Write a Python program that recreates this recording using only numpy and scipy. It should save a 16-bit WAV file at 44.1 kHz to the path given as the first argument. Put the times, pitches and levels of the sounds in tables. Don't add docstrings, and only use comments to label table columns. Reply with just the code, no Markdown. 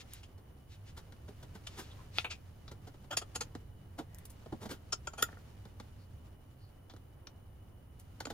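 import sys
import numpy as np
from scipy import signal
from scipy.fft import rfft, irfft, next_fast_len
from scipy.io import wavfile
from scipy.ndimage import map_coordinates

SR = 44100
rng = np.random.default_rng(int(sys.argv[2]) if len(sys.argv) > 2 else 0)


def put_to_file(sound):
    columns = np.atleast_2d(sound).T
    safe = np.clip(columns, -1, 1)
    whole_steps = np.round(safe * 32767)
    wavfile.write(sys.argv[1], SR, whole_steps.astype(np.int16))


N = 367353

# t/s, swell/s, t60/s, blow/dB, clank over blow/dB, ring over blow/dB,
# edge over ring/dB, note over ring/dB, pitch/Hz
CLINKS = [(3.113, 0.0059, 0.04, -42, -7, -12.5, -11, -10, 7240),
          (3.132, 0.014, 0.061, -43.5, 3.5, -9, -20, -4, 7100),
          (3.173, 0.0042, 0.049, -38, -19, 3, -1.5, -12.5, 6160),
          (3.221, 0.01, 0.045, -53, 3, -5, -2, -6, 7100),
          (3.362, 0.011, 0.022, -44, -1.5, 0, 0.5, -0.5, 7320),
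          (3.411, 0.0043, 0.06, -45, -1.5, 4, -8, -0.5, 6830),
          (4.929, 0.0053, 0.028, -42.5, 4, 4, -23.5, 7, 5330),
          (5.073, 0.0027, 0.031, -47, 7, -3, -32, -0.5, 6740),
          (5.137, 0.0047, 0.035, -62.5, 7.5, -1.5, -8, 9, 6900),
          (5.184, 0.0075, 0.22, -44.5, 0, -9, 4, -3.5, 6000),
          (5.2274, 0.004, 0.004, -30.5, 1.5, -7.5, 5.5, 7, 6820),
          (8.255, 0.0024, 0.016, -52.5, 5, 4, -37.5, 2.5, 6950)]
# f/Hz, width/Hz, level/dB
FRAME = [(190, 90, -3), (305, 110, -.5), (460, 130, 0), (790, 260, -1.5)]
BRACKET = [(1815, 130, -2), (2490, 160, -5), (3270, 180, 0)]
CLANK = [(1385, 190, 0)]
WASHER = [(4600, 450, -2), (5380, 350, -6), (6350, 450, -4), (6950, 400, 2)]
EDGE = [(9850, 700, 0), (10700, 700, -3), (14000, 1500, -14)]
# f/Hz, level/dB
SNAP = [(600, -10), (2200, -1), (7800, 0), (15000, -20)]
GRIP_WIDTH_HZ = 320

def clinks():
    track = np.zeros(N)
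    for s, rise, t60, blow_db, clank_db, ring_db, edge_db, note_db, pitch_hz in CLINKS:
        effort_db = blow_db + 41.5
        washer_db = blow_db + ring_db
        force = chatter(rise, t60, spread_db=4)
        push = filtered(force, lambda f: 1j * f / (480 + 1j * f))
        add(track, s, -42.5 + .45 * effort_db, ring(push, FRAME))
        add(track, s, blow_db + clank_db, ring(ring(force, gripped(CLANK)), gripped(CLANK)))
        add(track, s, blow_db - .5, ring(force, gripped(BRACKET)))
        add(track, s, washer_db + 4, ring(force, gripped(WASHER)))
        note = [(pitch_hz, GRIP_WIDTH_HZ, 0)]
        add(track, s, washer_db + note_db, ring(ring(force, note), note))
        add(track, s, washer_db + edge_db, ring(force, EDGE))
        add(track, s, washer_db + 1.5, equalised(chatter(rise, t60, spread_db=3.5), SNAP))
        add(track, s, -55.5 + 2 * effort_db, ring(force, [(2 * pitch_hz, 500, 0)]))
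    return track


# t/s, contact/s, t60/s, level/dB, thud
# over level/dB, pitch/Hz, treble roll-off/Hz
CLACKS = [(0.234, 0.0033, 0.088, -58.5, -23, 2840, 11100), (1.672, 0.0044, 0.042, -47.5, -8.5, 3000, 13800),
          (2.1849, 0.00041, 0.0092, -32, -10, 2420, 5200), (2.247, 0.0032, 0.092, -36.5, -20, 2350, 3600),
          (2.313, .012, 0.11, -43, -38, 2530, 9200), (2.68, 0.0019, 0.067, -56.5, -2, 3600, 7000),
          (6.899, 0.0026, 0.1, -60, -0.5, 3360, 7560), (7.271, 0.0013, 0.019, -50.5, -8, 5500, 6000)]
# f/Hz, width/Hz, level/dB
BOARD = [(1000, 350, -1.5), (1330, 250, -3), (1950, 400, -5), (2490, 250, -1), (3600, 700, -2)]

def clacks(clatter_width_hz=10400):
    track = np.zeros(N)
    for s, contact_s, t60, db, thud_db, pitch_hz, top_hz in CLACKS:
        force = chatter(contact_s, t60, spread_db=3)
        soften = signal.butter(2, top_hz, fs=SR)
        clatter = signal.lfilter(*soften, signal.lfilter(*soften, force))
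        add(track, s, db, ring(clatter, [(pitch_hz, clatter_width_hz, 0)]))
        add(track, s, db - .5, ring(force, [(pitch_hz, GRIP_WIDTH_HZ, 0)]))
        add(track, s, db + thud_db, ring(force, FRAME[-1:] + BOARD[:2]))
    return track


# t/s, contact/s, thump/dB, hardness (clack over thump)/dB
KNOCKS = [(0.384, 0.007, -60, -14), (0.979, 0.012, -54, -5.5), (1.124, 0.003, -62.5, -1.5),
          (1.289, 0.011, -47, -19.5), (1.433, 0.0071, -53.5, -9.5), (1.556, 0.0094, -50, -13),
          (1.797, 0.026, -44, -11), (2.717, 0.0056, -50, -10.5), (2.877, 0.0086, -49.5, -14.5),
          (2.944, 0.0027, -57, -14.5), (3.045, 0.007, -55.5, -19.5), (3.552, 0.0024, -41.5, -15),
          (3.992, 0.011, -37.5, -19), (4.462, 0.0041, -47.5, -23), (4.528, 0.0063, -36, -29.5),
          (4.635, 0.027, -42.5, -19.5), (4.66, 0.0084, -41.5, -16.5), (4.694, .004, -51.5, -7),
          (4.716, 0.019, -40, -13), (5.654, 0.0019, -52.5, -12), (5.801, 0.003, -48.5, -8.5),
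          (6.938, 0.0027, -51.5, -18), (6.965, 0.0023, -61, -5.5), (8.205, 0.0026, -43.5, -3.5),
          (8.27, 0.0015, -43.5, -11.5), (8.304, 0.0047, -41, -10.5)]
# f/Hz, level/dB
SCUFF = [(1000, -16), (5000, -20), (15000, -22)]

def knocks(slide_s=.038):
    track = np.zeros(N)
    for s, contact_s, thump_db, hardness_db in KNOCKS:
        t60 = .071 * (contact_s / .0066) ** .52
        force = chatter(contact_s, t60, spread_db=4.5)
        corner_hz = 634 * amp(.65 * hardness_db)
        push = filtered(force, lambda f: 1 / (1 + 1j * f / corner_hz))
        add(track, s, thump_db, ring(push, FRAME))
        clack_db = thump_db + hardness_db
        damping = 2 + contact_s / slide_s
        damped_board = [(hz, width * damping, db) for hz, width, db in gripped(BOARD)]
        add(track, s, clack_db, ring(force, damped_board))
        add(track, s, clack_db - .5, ring(force, gripped(CLANK)))
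        slide_db = 20 * np.log10(contact_s / (contact_s + slide_s))
        add(track, s, clack_db + 20.5 + slide_db, equalised(force, SCUFF))
    return track


def settling(count, start_s=5.287, gap_s=.042, first_db=-52, loss_db=2):
    track = np.zeros(N)
    for k in range(count):
        force = chatter(rise=.0014, t60=.017, spread_db=12.5)
        add(track, start_s + k * gap_s, first_db - k * loss_db, ring(force, FRAME + CLANK + BRACKET[:1]))
    return track


# t/s, level/dB, t60/s
TICKS = [(0.136, -43, 0.018), (4.147, -51.5, 0.0048), (4.186, -50.5, 0.016), (4.255, -47, .025),
         (4.303, -50.5, 0.07), (7.999, -53.5, 0.072)]
# f/Hz, level/dB
TICK_TONE = [(2000, -10), (5500, -3), (10000, 4), (15000, 3.5)]

def ticks():
    track = np.zeros(N)
    for s, db, t60 in TICKS:
        force = chatter(rise=.091 * t60, t60=t60, spread_db=7)
        add(track, s, db, equalised(force, TICK_TONE))
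    return track


# t/s, half length/s, level/dB
BRUSHES = [(.009, 0.0095, -51.5), (0.149, 0.038, -59), (0.73, 0.022, -62.5), (0.887, 0.018, -60.5),
           (1.783, 0.095, -61.5), (2.189, 0.027, -48)]
# t/s, half length/s, level/dB, pitch/Hz
SQUEAKS = [(1.92, .011, -60.5, 3500), (2.0, 0.016, -61, 1060), (4.17, .075, -72.5, 1870),
           (6.02, .025, -75, 4550), (6.64, .035, -74.5, 4450)]

def brushes():
    cloth = sum(stroke(*row, hz=2880, width_hz=5000) for row in BRUSHES)
    squeaks = sum(stroke(s, half, db, hz, width_hz=.2 * hz) for s, half, db, hz in SQUEAKS)
    return cloth + squeaks


def stroke(s, half, db, hz, width_hz):
    track, t = np.zeros(N), np.arange(N) / SR
    near = np.abs(t - s) < .15
    grains = amp(2 * rng.standard_normal(near.sum())) * rng.standard_normal(near.sum())
    swell = np.exp(-.5 * ((t[near] - s) / half) ** 2)
    body = [(hz, width_hz, 0)]
    track[near] = amp(db) * swell * unit(ring(ring(grains, body), body))
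    return track


# t/s, relative level/dB
ARM_MOTION = [(0.0, -72.5), (0.37, -80), (1.37, -73), (1.81, -68), (2.6, -76), (3.43, -72), (3.76, -78.5),
              (4.43, -72.5), (4.89, -74.5), (5.24, -70), (6.52, -79.5), (7.89, -81.5), (8.33, -68)]
# f/Hz, level/dB
SLEEVE = [(150, 25), (900, 16), (6000, 4.5), (12000, 0)]

def sleeves():
    strokes_db = 1.5 * wobble(30)
    fibres = unit(amp(1.5 * wobble(650)))
    return amp(ride(ARM_MOTION) + 8 + strokes_db) * fibres * stereo_noise(SLEEVE)


# t/s, relative level/dB
MACHINE_LEVEL = [(0.0, -54.5), (1.76, -51), (6.17, -51.5), (6.45, -55), (8.33, -52)]
# f/Hz, level/dB
RUMBLE = [(15, -7.5), (45, -5.5), (65, 2), (98, 2), (135, -5), (200, -14), (400, -28.5), (1000, -82.5)]
AIR = [(100, -10.5), (250, 4), (750, -4), (1400, -12), (2300, -20), (7000, -65)]

def machine():
    level_db = ride(MACHINE_LEVEL)
    hum_hz = 97 + 2.82 * wobble(5)
    hum = amp(level_db - 8 + .82 * wobble(3.2)) * np.sin(2 * np.pi * np.cumsum(hum_hz) / SR)
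    air = amp(-66.8 + .9 * wobble(6)) * stereo_noise(AIR)
    whistle = amp(-80) * unit(ring(rng.standard_normal((2, N)), [(2964, 55, 0)]))
    rumble = amp(level_db - 1.5) * stereo_noise(RUMBLE)
    return rumble + hum + air + whistle


# f/Hz, t60/s
PANELS = [(7000, 0.077), (14000, 0.083)]
WALLS = [(150, 0.36), (4000, 0.13), (15000, 0.03)]

def garage(x, panels_db, walls_db, new_place_s=.3):
    heard, step = x.copy(), round(new_place_s * SR)
    for i in range(0, N, step):
        panels, walls = tail(PANELS), tail(WALLS)
        t = np.arange(walls.shape[1]) / SR
        room = amp(panels_db) * unit(panels * (t > .003)) + amp(walls_db) * unit(walls)
        echo = signal.fftconvolve(x[:, i:i + step], room / np.sqrt(len(t)), axes=1)[:, :N - i]
        heard[:, i:i + echo.shape[1]] += echo
    return heard


def tail(t60s):
    hz, t, bands = signal.stft(rng.standard_normal((2, SR // 2)), SR, nperseg=256)
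    return signal.istft(bands * amp(-60 * t / along(t60s, hz)[:, None]), SR, nperseg=256)[1]


# f/Hz, lead/rad
LEFT_LEAD = [(300, 0.11), (1300, 1.15), (2500, 1.5)]

def placed(x, pan_db):
    def left_and_right(f):
        tilt_db = along([(350, -2.7), (1500, pan_db), (4500, pan_db), (9000, .2)], f)
        lead = along(LEFT_LEAD, f)
        return np.array([amp(side * tilt_db) * np.exp(1j * side * lead) for side in (.5, -.5)])
    return filtered(x, left_and_right)


# f/Hz, left-right correlation
LIKENESS = [(60, 0.97), (150, 0.97), (500, 0.29), (12000, 0.046)]

def stereo_noise(tone):
    def mid_and_side(hz):
        angle = np.arccos(along(LIKENESS, hz)) / 2
        return amp(along(tone, hz)) * [np.cos(angle), np.sin(angle)]
    mid, side = filtered(rng.standard_normal((2, N)), mid_and_side)
    return np.array([mid + side, mid - side]) / np.std(mid)


PEAK_S = .1

def chatter(rise, t60, spread_db):
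    t = np.arange(SR // 3) / SR - PEAK_S
    size, push = rng.standard_normal((2, len(t)))
    envelope_db = np.where(t < 0, -14 * (t / rise) ** 2, -60 * t / t60)
    force = amp(envelope_db + spread_db * size) * push
    force[np.argmax(t >= 0)] += np.linalg.norm(force) * np.exp(-rise / .0029)
    return force


def add(track, s, db, sound):
    start = round((s - PEAK_S) * SR)
    sound = amp(db) * sound * np.sqrt(.01 * SR / np.sum(sound ** 2))
    first, last = max(start, 0), min(start + len(sound), N)
    track[first:last] += sound[first - start:last - start]


def gripped(modes):
    shift = 1 + .018 * rng.standard_normal()
    return [(hz * shift, width, db) for hz, width, db in modes]


def ring(x, modes):
    return filtered(x, lambda f: sum((-1) ** k * amp(db) * 1j * f * w / (hz * hz - f * f + 1j * f * w)
                                     for k, (hz, w, db) in enumerate(modes)))


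def equalised(x, tone):
    return filtered(x, lambda f: amp(along(tone, f)))


def filtered(x, response):
    n = x.shape[-1]
    padded = next_fast_len(n + 8192)
    return irfft(rfft(x, padded) * response(np.fft.rfftfreq(padded, 1 / SR)), padded)[..., :n]


def along(points, hz):
    f, values = np.transpose(points)
    return np.interp(np.log(hz + 1), np.log(f + 1), values)


def ride(points):
    return np.interp(np.arange(N) / SR, *np.transpose(points))


def wobble(rate):
    return map_coordinates(rng.standard_normal(int(N * rate / SR) + 4), [np.arange(N) * rate / SR])


def amp(db):
    return 10 ** (np.asarray(db) / 20)


def unit(x):
    return x / np.sqrt(np.mean(x ** 2) + 1e-20)


def scene():
    hands = clinks() + clacks() + knocks() + settling(count=3) + ticks() + brushes()
    in_room = garage(placed(hands, pan_db=2), panels_db=-7.5, walls_db=-25.5)
    return in_room + sleeves() + machine() * amp([[-.6], [.6]])


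# f/Hz, level/dB
HISS = [(2000, -14.5), (8400, -21), (9500, 3), (12000, -19), (14400, 4)]
# f/Hz, level/dB
TREBLE_DIPS = [(7200, 0), (8400, -5), (9800, 0), (12100, -10), (14000, 0), (16000, -16)]
TOP_HZ = 16000

def record(dry):
    sound = dry + amp(-70.5) * stereo_noise(HISS)
    return filtered(sound, lambda hz: amp(along(TREBLE_DIPS, hz)) * (hz < TOP_HZ))


dry = scene()
out = record(dry)
put_to_file(out)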